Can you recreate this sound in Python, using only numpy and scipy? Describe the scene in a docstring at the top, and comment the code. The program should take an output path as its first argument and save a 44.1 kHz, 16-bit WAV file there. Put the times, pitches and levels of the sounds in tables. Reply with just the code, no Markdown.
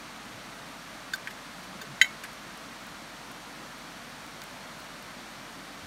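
"""Outdoors beside a bed of coals, a steel lid lifter is hooked into the iron lid of a camp oven.
The rod clinks as it feels for the handle, then seats with one loud clank. Each impact excites the
damped normal modes of rod, lid and prongs, and the hook rebounds with less energy each time.
Embers and light touches of hook and rod tick in brief bursts; ground and trees scatter a thin tail.
Beneath them lie a steady hiss, a wavering rumble, a faint hum and a few soft low bumps."""
import sys
import numpy as np
from scipy import signal
from scipy.fft import irfft
from scipy.io import wavfile
from scipy.ndimage import uniform_filter1d

SR = 44100
rng = np.random.default_rng(int(sys.argv[2]) if len(sys.argv) > 2 else 0)


def to_wav(s):
    """Save 16-bit WAV."""
    ch = np.atleast_2d(s).T  # columns
    pcm = np.round(np.clip(ch, -1, 1) * 32767)  # PCM
    wavfile.write(sys.argv[1], SR, pcm.astype(np.int16))


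N = 258835

# spectra of the outdoor hiss and rumble: (frequency [Hz], relative spectral density [dB])
HISS_SPECTRUM = [(250, -41), (420, -6), (672, -0.5), (781, -2.5), (1270, -0.5), (2320, -5.5), (2620, -8),
                 (4590, -9.5), (4950, -14), (5590, -12), (7680, -18), (9210, -18), (10600, -24),
                 (12900, -23.5), (15600, -33.5)]
RUMBLE_SPECTRUM = [(35, -41.5), (60, -7), (70, -18), (113, -5.5), (205, 1), (296, -0.5), (363, -7.5),
                   (397, -10), (420, -33), (550, -40.5), (920, -120)]
# soft low bumps: (time [s], level [dB], pitch [Hz], duration [s])
LOW_BUMPS = [(.32, -46, 118, 0.063), (1.57, -45, 192, .05), (1.818, -46, 430, 0.038),
             (1.862, -44, 141, 0.1), (5.81, -48, 88, 0.064)]
# blows of the hook: (time [s], strength [dB], part struck, relative clack level [dB],
# spectral tilt [dB/octave], contact time [s])
HOOK_BLOWS = [(1.1341, -40, "rod", 4, 4, .0004), (1.136, -18, "rod", -17, 0, 0.00064),
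              (1.2723, -30.5, "prongs", 4, -6.5, 0.00046), (1.3073, -49.5, "prongs", 11, 1.5, .002),
              (1.588, -49.5, "rod", 0, 4, .004), (1.631, -39, "rod", -5, 4.3, .0117),
              (1.8136, -30, "rod", -7, 3, 0.0026), (2.0134, -2, "lid", -16, -0.95, 0.0015),
              (2.0544, -44, "prongs", 5, 0.5, .002), (2.2352, -31, "prongs", -0.5, -1.5, 0.0025),
              (2.249, -35, "prongs", 0, -8, .001), (4.418, -44, "rod", -5, 1, .0003)]
# modes of the rod, the lid with its handle, and the hook's prongs when knocked sideways:
# (frequency [Hz], relative level [dB], T60 [s])
ROD_MODES = [(1553, 0, .052), (1675, -12, .035), (3598, -9, .042), (4432, -11, .042), (4657, -16, .055),
             (5141, -25, .07), (6000, -24, .045), (6928, -17, .055), (7785, -31, .05), (8315, -25, .06),
             (9860, -32, .07), (12240, -29, .07), (12585, -36, .07), (14860, -25.5, .05)]
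LID_MODES = [(1978, -2, .034), (2050, 0, .036), (2197, -23, .2), (2340, -15, .025), (2670, -15, .04),
             (3090, -9, .062), (3420, -24, .03), (3897, -14, .074), (5180, -29, .04), (5458, -30, .05),
             (6718, -15, .056), (6917, -20, .062), (7073, -29, .05), (7795, -30, .06), (10712, -28, .05),
             (10830, -33, .025), (13310, -37, .1)]
PRONG_MODES = [(1690, 9, .04), (6935, -3, .05), (7956, -2, .06), (8530, -5, .05), (9555, -2, .06),
               (10917, 0, .065), (11918, -1, .07), (12672, -5, .08), (13183, -7, .06), (14130, -8, .08)]
# how a blow is shared out, by part struck: (rod [dB], lid [dB], prongs [dB])
BLOW_SHARES = {"rod": (0, -36, -38), "lid": (-9.5, 0, -32), "prongs": (0, -20, -9)}
# spectrum of the irons' many damped modes: (frequency [Hz], relative spectral density [dB])
CLACK_SPECTRUM = [(60, -40.5), (250, -27), (1300, -32), (1700, 4), (2700, -1.5), (4000, -13), (6000, -8.5),
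                  (8000, -25), (11500, -18), (15500, -29.5)]
# clearest sharp little ticks, from embers and from the hook and rod lightly touching the lid:
# (time [s], level [dB], band centre [Hz])
SHARP_TICKS = [(1.1505, -39, 13500), (1.1594, -36, 8000), (2.3314, -41, 9000), (2.5751, -43.5, 12000),
               (2.8675, -40.5, 13000), (3.316, -43, 11000), (4.2648, -44, 13000), (4.418, -31.5, 4000),
               (4.4384, -38.5, 11000), (4.8026, -45, 14000), (5.0261, -43.5, 11000)]
# reverberation time of the clearing: (frequency [Hz], T60 [s])
CLEARING_T60 = [(300, .3), (2000, 0.18), (6000, 0.32), (15000, .18)]


def gain_of(db):
    """Amplitude ratio: tenfold for every 20 dB."""
    return 10 ** (np.asarray(db) / 20)


def curve_at(points, hz):
    """Linear interpolation on a logarithmic frequency axis."""
    known_hz, values = np.transpose(points)
    return np.interp(np.log(hz + 1), np.log(known_hz + 1), values)


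def add(mix, start_s, sound):
    """Superposition: a sound sums into the mix from its onset."""
    part = mix[max(round(start_s * SR), 0):][:len(sound)]
    part += sound[:len(part)]


def decay(t, t60):
    """Exponential damping: the amplitude falls 60 dB in t60 seconds."""
    return np.exp(-np.log(1000) * t / t60)


def noise(spectrum_db, size):
    """Fourier synthesis: random phases under spectrum_db(hz) give noise of unit rms."""
    hz = np.fft.rfftfreq(size, 1 / SR) + 1
    phases = np.exp(2j * np.pi * rng.random(len(hz)))
    x = irfft(gain_of(spectrum_db(hz)) * phases, size)
    return x / np.sqrt(np.mean(x ** 2) + 1e-20)


def air(hiss_db=-45, rumble_db=-52, waver_db=1.0, waver_hz=11.5, hum_db=-63, hum_hz=44.6):
    """Stationary noise gives a hiss, amplitude-modulated noise a rumble, and a pure tone a hum."""
    hiss = gain_of(hiss_db) * noise(lambda hz: curve_at(HISS_SPECTRUM, hz), N)
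    waver = noise(lambda hz: -10 * np.log10(1 + ((hz - 1) / waver_hz) ** 4), N)
    rumble = gain_of(rumble_db + waver_db * waver) * noise(lambda hz: curve_at(RUMBLE_SPECTRUM, hz), N)
    hum = gain_of(hum_db) * np.sin(2 * np.pi * hum_hz * np.arange(N) / SR)
    return hiss + rumble + hum


def bumps(pitch_sag=0.22):
    """Tone bursts with a downward glide, heard as soft low swells."""
    out = np.zeros(N)
    for start_s, db, hz, duration_s in LOW_BUMPS:
        progress = np.linspace(0, 1, int(duration_s * SR))
        glide_hz = hz * (1 + pitch_sag * (.5 - progress))
        swell = gain_of(db) * np.sin(np.pi * progress) ** 2
        add(out, start_s, swell * np.sin(2 * np.pi * np.cumsum(glide_hz) / SR))
    return out


def ring(modes, t, tilt_db):
    """Free vibration is a sum of damped normal modes; harder contact tilts it towards the treble."""
    hz, db, t60 = np.transpose(modes)[:, :, None]
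    amplitude = gain_of(db + tilt_db * np.log2(hz / hz[0]))
    return (amplitude * decay(t, t60) * np.sin(2 * np.pi * hz * t)).sum(0)


def clack(t, tilt_db, contact_s):
    """Modal overlap: many damped modes merge into noise, which lasts longer with longer contact."""
    lowest_hz = ROD_MODES[0][0]
    t60 = 0.033 + 6 * contact_s

    def spectrum_db(hz):
        return curve_at(CLACK_SPECTRUM, hz) + tilt_db * np.log2(np.maximum(hz, lowest_hz))
    return noise(spectrum_db, len(t)) * decay(t, t60)


def rebounds(time_s, db, tilt_db, flight_s=.03152, loss_db=18.5):
    """Inelastic collision: a blow and two rebounds, each weaker and duller than the last."""
    for _ in range(3):
        yield time_s, db, tilt_db
        time_s += flight_s * np.cbrt(gain_of(db))  # a harder hit flies longer
        db -= loss_db
        tilt_db -= 1


def clinks(radiation_hz=1400):
    """Impact excitation: each blow rings rod, lid and prongs; such slim irons radiate little bass."""
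    out, t = np.zeros(N), np.arange(SR // 3) / SR
    irons = (ROD_MODES, LID_MODES, PRONG_MODES)
    for start_s, strength_db, part, clack_db, bright_db, contact_s in HOOK_BLOWS:
        shares = gain_of(BLOW_SHARES[part])
        attack = 1 - np.exp(-t / contact_s)  # the ring builds while the irons touch
        for time_s, db, tilt_db in rebounds(start_s, strength_db, bright_db):
            metal = sum(share * ring(modes, t, tilt_db) for share, modes in zip(shares, irons))
            metal += gain_of(clack_db) * clack(t, tilt_db, contact_s)
            add(out, time_s, gain_of(db) * metal * attack)
    radiation = signal.butter(4, radiation_hz, "highpass", fs=SR, output="sos")
    return signal.sosfilt(radiation, out)


def ticks(snap_s=0.0012, half_width_octaves=0.7, faint_db=-57, spread_db=8, faint_count=36):
    """Brief transients are broadband: snapping embers and light touches of hook and rod tick dryly."""
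    out, t = np.zeros(N), np.arange(SR // 50) / SR
    faint_ticks = [(when * N / SR, faint_db + spread_db * size, 9000 + 5000 * pitch)
                   for when, size, pitch in rng.random((faint_count, 3))]
    for start_s, db, centre_hz in list(SHARP_TICKS) + faint_ticks:
        def band_db(hz):
            return -10 * np.log10(1 + (np.log2(hz / centre_hz) / half_width_octaves) ** 4)
        add(out, start_s, gain_of(db) * noise(band_db, len(t)) * np.exp(-t / snap_s))
    return out


def clearing(x, wet_db=-27, build_s=0.016):
    """Diffuse scattering: ground and trees return a thin tail whose decay varies with frequency."""
    hz, t, spectra = signal.stft(rng.standard_normal(SR // 2), SR, nperseg=256)
    spectra *= decay(t, curve_at(CLEARING_T60, hz)[:, None]) * (1 - np.exp(-t / build_s))
    tail = signal.istft(spectra, SR)[1]
    return x + gain_of(wet_db) * signal.fftconvolve(x, tail / np.linalg.norm(tail))[:N]


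def scene():
    """Superposition in one channel: clinks and ticks in the clearing, over the background."""
    return (clearing(clinks() + ticks()) + bumps() + air())[None]


def record(dry, limit_db=-1.0, recover_db_per_s=9, cutoff_hz=15800):
    """Peak limiting holds the clank and lets the hiss back slowly; a low-pass bounds the treble."""
    excess_db = np.maximum(20 * np.log10(abs(dry[0]) + 1e-9) - limit_db, 0)
    recovery_db = np.arange(N) * recover_db_per_s / SR
    held_db = np.maximum.accumulate(excess_db + recovery_db) - recovery_db
    reduction_db = uniform_filter1d(held_db, size=64)
    lowpass = signal.firwin(1023, cutoff_hz, window=("kaiser", 9), fs=SR)
    return signal.oaconvolve(dry * gain_of(-reduction_db), lowpass[None], "same")


dry = scene()
out = record(dry)
to_wav(out)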